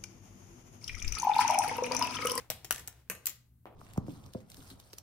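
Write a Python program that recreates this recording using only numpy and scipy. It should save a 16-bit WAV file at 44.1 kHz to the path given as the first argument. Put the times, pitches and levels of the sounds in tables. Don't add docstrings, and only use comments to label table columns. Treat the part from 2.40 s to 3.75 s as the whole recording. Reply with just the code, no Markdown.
import sys
import numpy as np
from scipy import signal
from scipy.fft import rfft, irfft
from scipy.io import wavfile
from scipy.ndimage import uniform_filter1d

SR = 44100
rng = np.random.default_rng(int(sys.argv[2]) if len(sys.argv) > 2 else 0)


def voltage_ratio(level):
    return 10 ** (np.asarray(level, float) / 20)


def file_out(sig):
    cols = np.atleast_2d(sig).T
    lim = np.clip(cols, -1, 1)
    pcm = np.round(lim * 32767).astype(np.int16)
    wavfile.write(sys.argv[1], SR, pcm)


N = 59535

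# f/Hz, share/0-1
ROOM_SHARE = [(150, 0.91), (400, 0.53), (1400, 0.45), (4000, 0.01)]


def read(table, hz):
    table = np.array(table, float)
    return np.interp(np.log(np.maximum(hz, 1)), np.log(table[:, 0]), table[:, 1])


def curve(table):
    table = np.array(table, float)
    return voltage_ratio(np.interp(np.arange(N) / SR, table[:, 0], table[:, 1]))


def causal(db):
    cepstrum = irfft(db * np.log(10) / 20)
    half = len(cepstrum) // 2
    fold = np.r_[1, np.full(half - 1, 2), 1, np.zeros(half - 1)]
    return np.exp(rfft(cepstrum * fold))


def pair(white, likeness):
    both, apart = rfft(white)
    share = np.clip(read(likeness, np.linspace(0, SR / 2, len(both))), 0, 1)
    opposed = apart * np.array([[1], [-1]])
    return (np.sqrt(1 + share) * both + np.sqrt(1 - share) * opposed) / np.sqrt(2)


def noise(db, grain_db=0.):
    white = rng.standard_normal((2, N)) * voltage_ratio(grain_db * rng.exponential(size=N))
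    out = irfft(pair(white, ROOM_SHARE) * voltage_ratio(db), N)
    return out / out.std()


def strike(hits, colour, rings, right_late_us, chatter_db, room_db):
    # f/Hz, share
    alike = [(400, 4), (1500, 1.5), (6000, -0.5)]
    size = 4096
    hz, t = np.linspace(0, SR / 2, size // 2 + 1), np.arange(size) / SR
    ring = sum(lift / (1 + (2 * (hz - f) / width) ** 2) for f, width, lift in rings)
    late = np.array([[0], [right_late_us / 10 ** 6]])
    near, feed = np.zeros((2, N + size)), np.zeros(N + size)
    for at, db, tilt, ms, pan in hits:
        i = int(at * SR) - 16
        start = np.exp(-2j * np.pi * hz * (at - i / SR + late))
        tick = -min(1, 0.71 / ms)
        grit = rng.standard_normal((2, size)) * np.exp(-t / (ms / 1000))
        chatter = voltage_ratio(chatter_db) * pair(grit, alike) * hz / np.hypot(hz, 1590)
        push = (tick + chatter) * start
        body = read(colour, hz) + tilt * np.log2(np.maximum(hz, 800) / 3000)
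        hit = irfft(push * causal(body + ring))
        shade_db = np.clip(pan, -5, 5) * np.array([[1], [-1]]) * hz / (hz + 2420)
        hit = irfft(rfft(hit) * voltage_ratio(shade_db))
        gain = voltage_ratio(db) / np.abs(hit.mean(axis=0)).max()
        near[:, i:i + size] += hit * gain
        feed[i:i + size] += irfft(push[0] * causal(body + 0.29 * ring)) * gain * voltage_ratio(room_db)
    return near[:, :N], feed[:N]


def ventilation():
    # f/Hz, level/dB
    air = [(25, -28), (42, -29), (62, -9), (98, -23.5), (125, -15.5), (165, -21), (280, -32), (520, -47.5),
           (6000, -59), (13000, -48)]
    return noise(read(air, np.linspace(0, SR / 2, N // 2 + 1))) * voltage_ratio(-65)


def mains_hum():
    wobble = uniform_filter1d(rng.standard_normal(N), size=2000)
    level_db = -66.5 + 0.5 * wobble / wobble.std()
    return np.sqrt(2) * np.sin(2 * np.pi * 119.6 * np.arange(N) / SR) * voltage_ratio(level_db)


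def trembling_tower():
    # t/s, level/dB
    shaking = [(0, -50), (.06, -71.5), (.15, -55), (.2, -70.5), (.25, -60), (.29, -68), (.33, -55.5),
               (.52, -61.5), (.58, -91), (.68, -86), (.75, -64), (.95, -74)]
    centre_hz, width_hz = 82, 80
    hz = np.linspace(0, SR / 2, N // 2 + 1)
    return noise(-20 * np.log10(1 + (2 * (hz - centre_hz) / width_hz) ** 2)) * curve(shaking)


def rolling_ball():
    # t/s, level/dB
    rolling = [(0, -53), (.03, -60.5), (.09, -72.5), (.3, -64), (.4, -58), (.52, -70), (.6, -67.5),
               (.66, -77), (.8, -75.5), (.9, -56.5), (1.02, -105)]
    # f/Hz, level/dB
    colour = [(150, -34.5), (250, -7.5), (1640, -13.5), (1980, -12), (3520, -18), (4340, -18.5),
              (7570, -22), (16000, -24.5)]
    return noise(read(colour, np.linspace(0, SR / 2, N // 2 + 1)), grain_db=1.5) * curve(rolling)


def table_top():
    # t/s, peak/dB, tilt/(dB per octave), chatter/ms, left-right/dB
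    hits = [
        (.0458, -51, 2, .3, 0),
        (1.2563, -34, 0.28, 0.34, 0),
        (1.263, -53.5, 3.5, .3, 0),
        (1.3265, -50, 0, 0.22, 1),
    ]
    # f/Hz, level/dB
    colour = [(120, -21), (200, -8), (623, -3), (1040, -9), (1710, -17), (2860, -22.5), (6760, -46),
              (10100, -40), (16000, -37)]
    # f/Hz, width/Hz, lift/dB
    rings = [(333, 60, 5.5), (1030, 140, 7.6), (1440, 270, 3.4)]
    return strike(hits, colour, rings, right_late_us=170, chatter_db=-19, room_db=-0.38)


def top_slide():
    # t/s, peak/dB, tilt/(dB per octave), chatter/ms, left-right/dB
    hits = [
        (.1015, -16, -0.5, 0.37, 1),
        (.1023, -22, 4, 1.8, 0),
        (.1063, -27, 2, 2, -3),
        (.1095, -30.5, -1, 0.69, 2.5),
        (.1104, -29.5, 3.5, 2, -2),
        (.116, -35, -4.5, 1.6, 5.5),
    ]
    # f/Hz, level/dB
    colour = [(60, -35.5), (140, -1), (330, -16), (1100, -9), (2800, -13.5), (9500, -18), (13500, -17.5),
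              (16500, -21.5)]
    # f/Hz, width/Hz, lift/dB
    rings = [(500, 87, 11), (657, 190, 12.5), (1900, 400, 4), (5800, 710, 11), (7770, 620, 6),
             (12800, 900, 13), (14100, 500, 4.5)]
    return strike(hits, colour, rings, right_late_us=41, chatter_db=-6.5, room_db=-6.5)


def gate():
    # t/s, peak/dB, tilt/(dB per octave), chatter/ms, left-right/dB
    hits = [
        (.2456, -34.5, -0.24, 1, 0),
        (.2463, -35, 0.21, 1.5, 0.016),
        (.2487, -34.5, -2.3, 1.5, 0.13),
        (.2517, -33, 1.7, 1, 0.97),
        (.2535, -41.5, 0, 2, 0),
    ]
    # f/Hz, level/dB
    colour = [(120, -31), (330, -1.5), (1200, -9.5), (4200, -13), (6500, -12.5), (9500, -17), (15500, -19)]
    # f/Hz, width/Hz, lift/dB
    rings = [(650, 250, 3.5), (1990, 250, 5.3), (3350, 300, 6.9), (5730, 900, 6), (11700, 900, 5),
             (13700, 840, 7.6)]
    return strike(hits, colour, rings, right_late_us=82, chatter_db=-4, room_db=-9)


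def chute():
    # t/s, peak/dB, tilt/(dB per octave), chatter/ms, left-right/dB
    hits = [
        (.3088, -12, 1, 0.65, 1.5),
        (.3108, -24.5, 1.5, 1.5, 1.5),
        (.3128, -30.5, -3, 1.5, -1),
        (.315, -21.5, -1, 1.5, -3.5),
        (.3173, -26, -3, 1, -4),
        (.3232, -24, 4, 1.5, 7.5),
        (.3248, -25, 1, 2, 5),
        (.3275, -32.5, -0.5, 3, -0.5),
    ]
    # f/Hz, level/dB
    colour = [(90, -43.5), (200, -6), (1100, -10), (2200, -11), (4300, -17.5), (9000, -14.5),
              (16000, -13.5)]
    # f/Hz, width/Hz, lift/dB
    rings = [(688, 170, 7.6), (1483, 440, 10), (2920, 560, 15), (5840, 770, 14.5), (7800, 350, 13),
             (11120, 800, 13), (13310, 1500, 6)]
    return strike(hits, colour, rings, right_late_us=-40, chatter_db=-9, room_db=-9.5)


def rail():
    # t/s, peak/dB, tilt/(dB per octave), chatter/ms, left-right/dB
    hits = [
        (.3355, -40, -2, 1.6, -0.5),
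        (.345, -34, 0.5, 6, -0.5),
        (.3603, -30, 2, 1.6, -0.5),
        (.376, -42, -4.5, 2, -8),
        (.3803, -36, -1, 6.1, 2),
        (.395, -38.5, 3, 3, -1.5),
        (.4003, -44, 0.5, 2.3, -6.5),
    ]
    # f/Hz, level/dB
    colour = [(90, -34.5), (250, -15.5), (1500, -5.5), (4200, -10.5), (9000, -14), (12000, -9),
              (16000, -19.5)]
    # f/Hz, width/Hz, lift/dB
    rings = [(1810, 500, 7.9), (2760, 540, 4.3), (6100, 890, 7), (7700, 890, 9.2)]
    return strike(hits, colour, rings, right_late_us=-21, chatter_db=-2, room_db=-5)


def flap():
    # t/s, peak/dB, tilt/(dB per octave), chatter/ms, left-right/dB
    hits = [
        (.4751, -28, 1, 1.72, 0),
        (.4802, -33, -0.5, 0.91, 1),
        (.4815, -27, 4, 0.3, 2),
        (.4827, -37, -5, 1.2, 1),
        (.495, -47.5, -4.5, 0.62, 0),
        (.527, -50, -2.5, 1.3, 0),
    ]
    # f/Hz, level/dB
    colour = [(120, -20), (230, -7.5), (600, -12.5), (1500, -11), (4000, -16.5), (6500, -13), (9500, -17),
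              (15500, -19)]
    # f/Hz, width/Hz, lift/dB
    rings = [(880, 350, 3.1), (6380, 400, 6.4), (7940, 700, 11), (10350, 640, 6.2), (12500, 600, 14)]
    return strike(hits, colour, rings, right_late_us=55, chatter_db=-6, room_db=-7.5)


def ramp():
    # t/s, peak/dB, tilt/(dB per octave), chatter/ms, left-right/dB
    hits = [
        (.6765, -60.5, -5, 1, 4),
        (.6992, -18.5, 0, 1, -4.5),
        (.701, -25.5, -2, 1.3, 2),
        (.703, -28, -1.5, 1.8, 3.5),
        (.7055, -24.5, -1.5, 0.98, 4),
        (.708, -36, -4, 2.9, 2.5),
        (.7135, -28, 0.5, 0.75, 2),
        (.7165, -37, -6.5, 4.6, -3),
        (.7205, -39, -2, 1.7, -0.5),
        (.7503, -35.5, -1.5, 2.9, -5),
    ]
    # f/Hz, level/dB
    colour = [(59, -38.5), (100, -6), (492, -6), (752, -12.5), (1450, -7.5), (2370, -8.5), (3500, -16),
              (8280, -13), (16000, -15.5)]
    # f/Hz, width/Hz, lift/dB
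    rings = [(191, 47, 21.2), (449, 93, 15.5), (1026, 150, 8), (1490, 130, 6), (1785, 250, 10.8),
             (2450, 300, 8), (5900, 660, 6), (12530, 5000, 11)]
    return strike(hits, colour, rings, right_late_us=19.7, chatter_db=-10.5, room_db=-3.5)


def lip():
    # t/s, peak/dB, tilt/(dB per octave), chatter/ms, left-right/dB
    hits = [
        (.8568, -25.5, -0.56, 1, 0.075),
        (.858, -24, -0.51, 1.6, 0.0052),
    ]
    # f/Hz, level/dB
    colour = [(200, -50), (900, -23), (1600, -18.5), (4200, -15.5), (7200, -14.5), (9400, -24.5),
              (13000, -5), (16000, -15.5)]
    # f/Hz, width/Hz, lift/dB
    rings = [(2500, 140, 5), (5800, 800, 5), (8200, 960, 18), (10600, 650, 6), (13300, 700, 8)]
    return strike(hits, colour, rings, right_late_us=64, chatter_db=-4, room_db=-4)


def tray():
    # t/s, peak/dB, tilt/(dB per octave), chatter/ms, left-right/dB
    hits = [
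        (.8678, -16, 0.5, 0.84, 0),
        (.869, -16.5, 1, 1.2, -0.56),
        (.8712, -23, -2.5, 2.1, -0.816),
        (.875, -27, -4, 1.4, -1.2),
        (.883, -34.5, 1, 1.8, 0),
        (.8865, -34, 6, 1.7, 0),
        (.895, -30.5, -0.5, 2.2, 0),
        (.9015, -35, -4.5, 3, -1),
    ]
    # f/Hz, level/dB
    colour = [(200, -39), (900, -22.5), (2300, -15), (4200, -15), (7200, -11), (9400, -20), (11700, -8),
              (16000, -9.5)]
    # f/Hz, width/Hz, lift/dB
    rings = [(2400, 450, 7.8), (5400, 2200, 3.5), (7280, 1100, 14.1), (11300, 1500, 7.9), (13100, 480, 3),
             (14600, 900, 11)]
    return strike(hits, colour, rings, right_late_us=69, chatter_db=-6.5, room_db=-6.5)


def room(feed):
    # f/Hz, time/s
    decay = [(150, 1), (500, 0.61), (1400, 0.38), (3700, 0.36), (9000, 0.29), (15000, 0.2)]
    size, gap_s, rise_s = 32768, 0.0027, 0.011
    t, hz = np.arange(size) / SR, np.linspace(0, SR / 2, size // 2 + 1)
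    white = pair(rng.standard_normal((2, size)), ROOM_SHARE)
    early = voltage_ratio(9.5 - 60 * t / 0.059)
    tail = 0
    for mid in 60 * np.sqrt(2) ** np.arange(17):
        band = np.clip(1 - 2 * np.abs(np.log2(np.maximum(hz, 1) / mid)), 0, 1)
        fall = voltage_ratio(-60 * t / read(decay, mid))
        tail = tail + irfft(white * band) * (fall + early)
    tail = tail * np.clip((t - gap_s) / rise_s, 0, 1) / 30
    return signal.fftconvolve(feed[None], tail, axes=1)[:, :N]


def scene():
    parts = [top_slide(), gate(), chute(), ramp(), tray(), table_top(), flap(), rail(), lip()]
    direct = sum(near for near, feed in parts)
    answer = room(sum(feed for near, feed in parts))
    background = mains_hum() + trembling_tower() + rolling_ball() + ventilation()
    return direct + answer + background


def band_limit(x):
    return signal.sosfilt(signal.butter(12, 16970, fs=SR, output="sos"), x)


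def record(dry):
    # f/Hz, lift/dB
    left_lift = [(100, 1.2), (1500, 0.72), (5000, 0.83), (12000, 6.2)]
    lift = read(left_lift, np.linspace(0, SR / 2, N // 2 + 1)) * np.array([[.5], [-.5]])
    ports = irfft(rfft(dry) * voltage_ratio(lift), N)
    top_cut = signal.ellip(8, 1, 60, 15760, fs=SR, output="sos")
    return band_limit(signal.sosfilt(top_cut, ports))


dry = scene()
out = record(dry)
file_out(out)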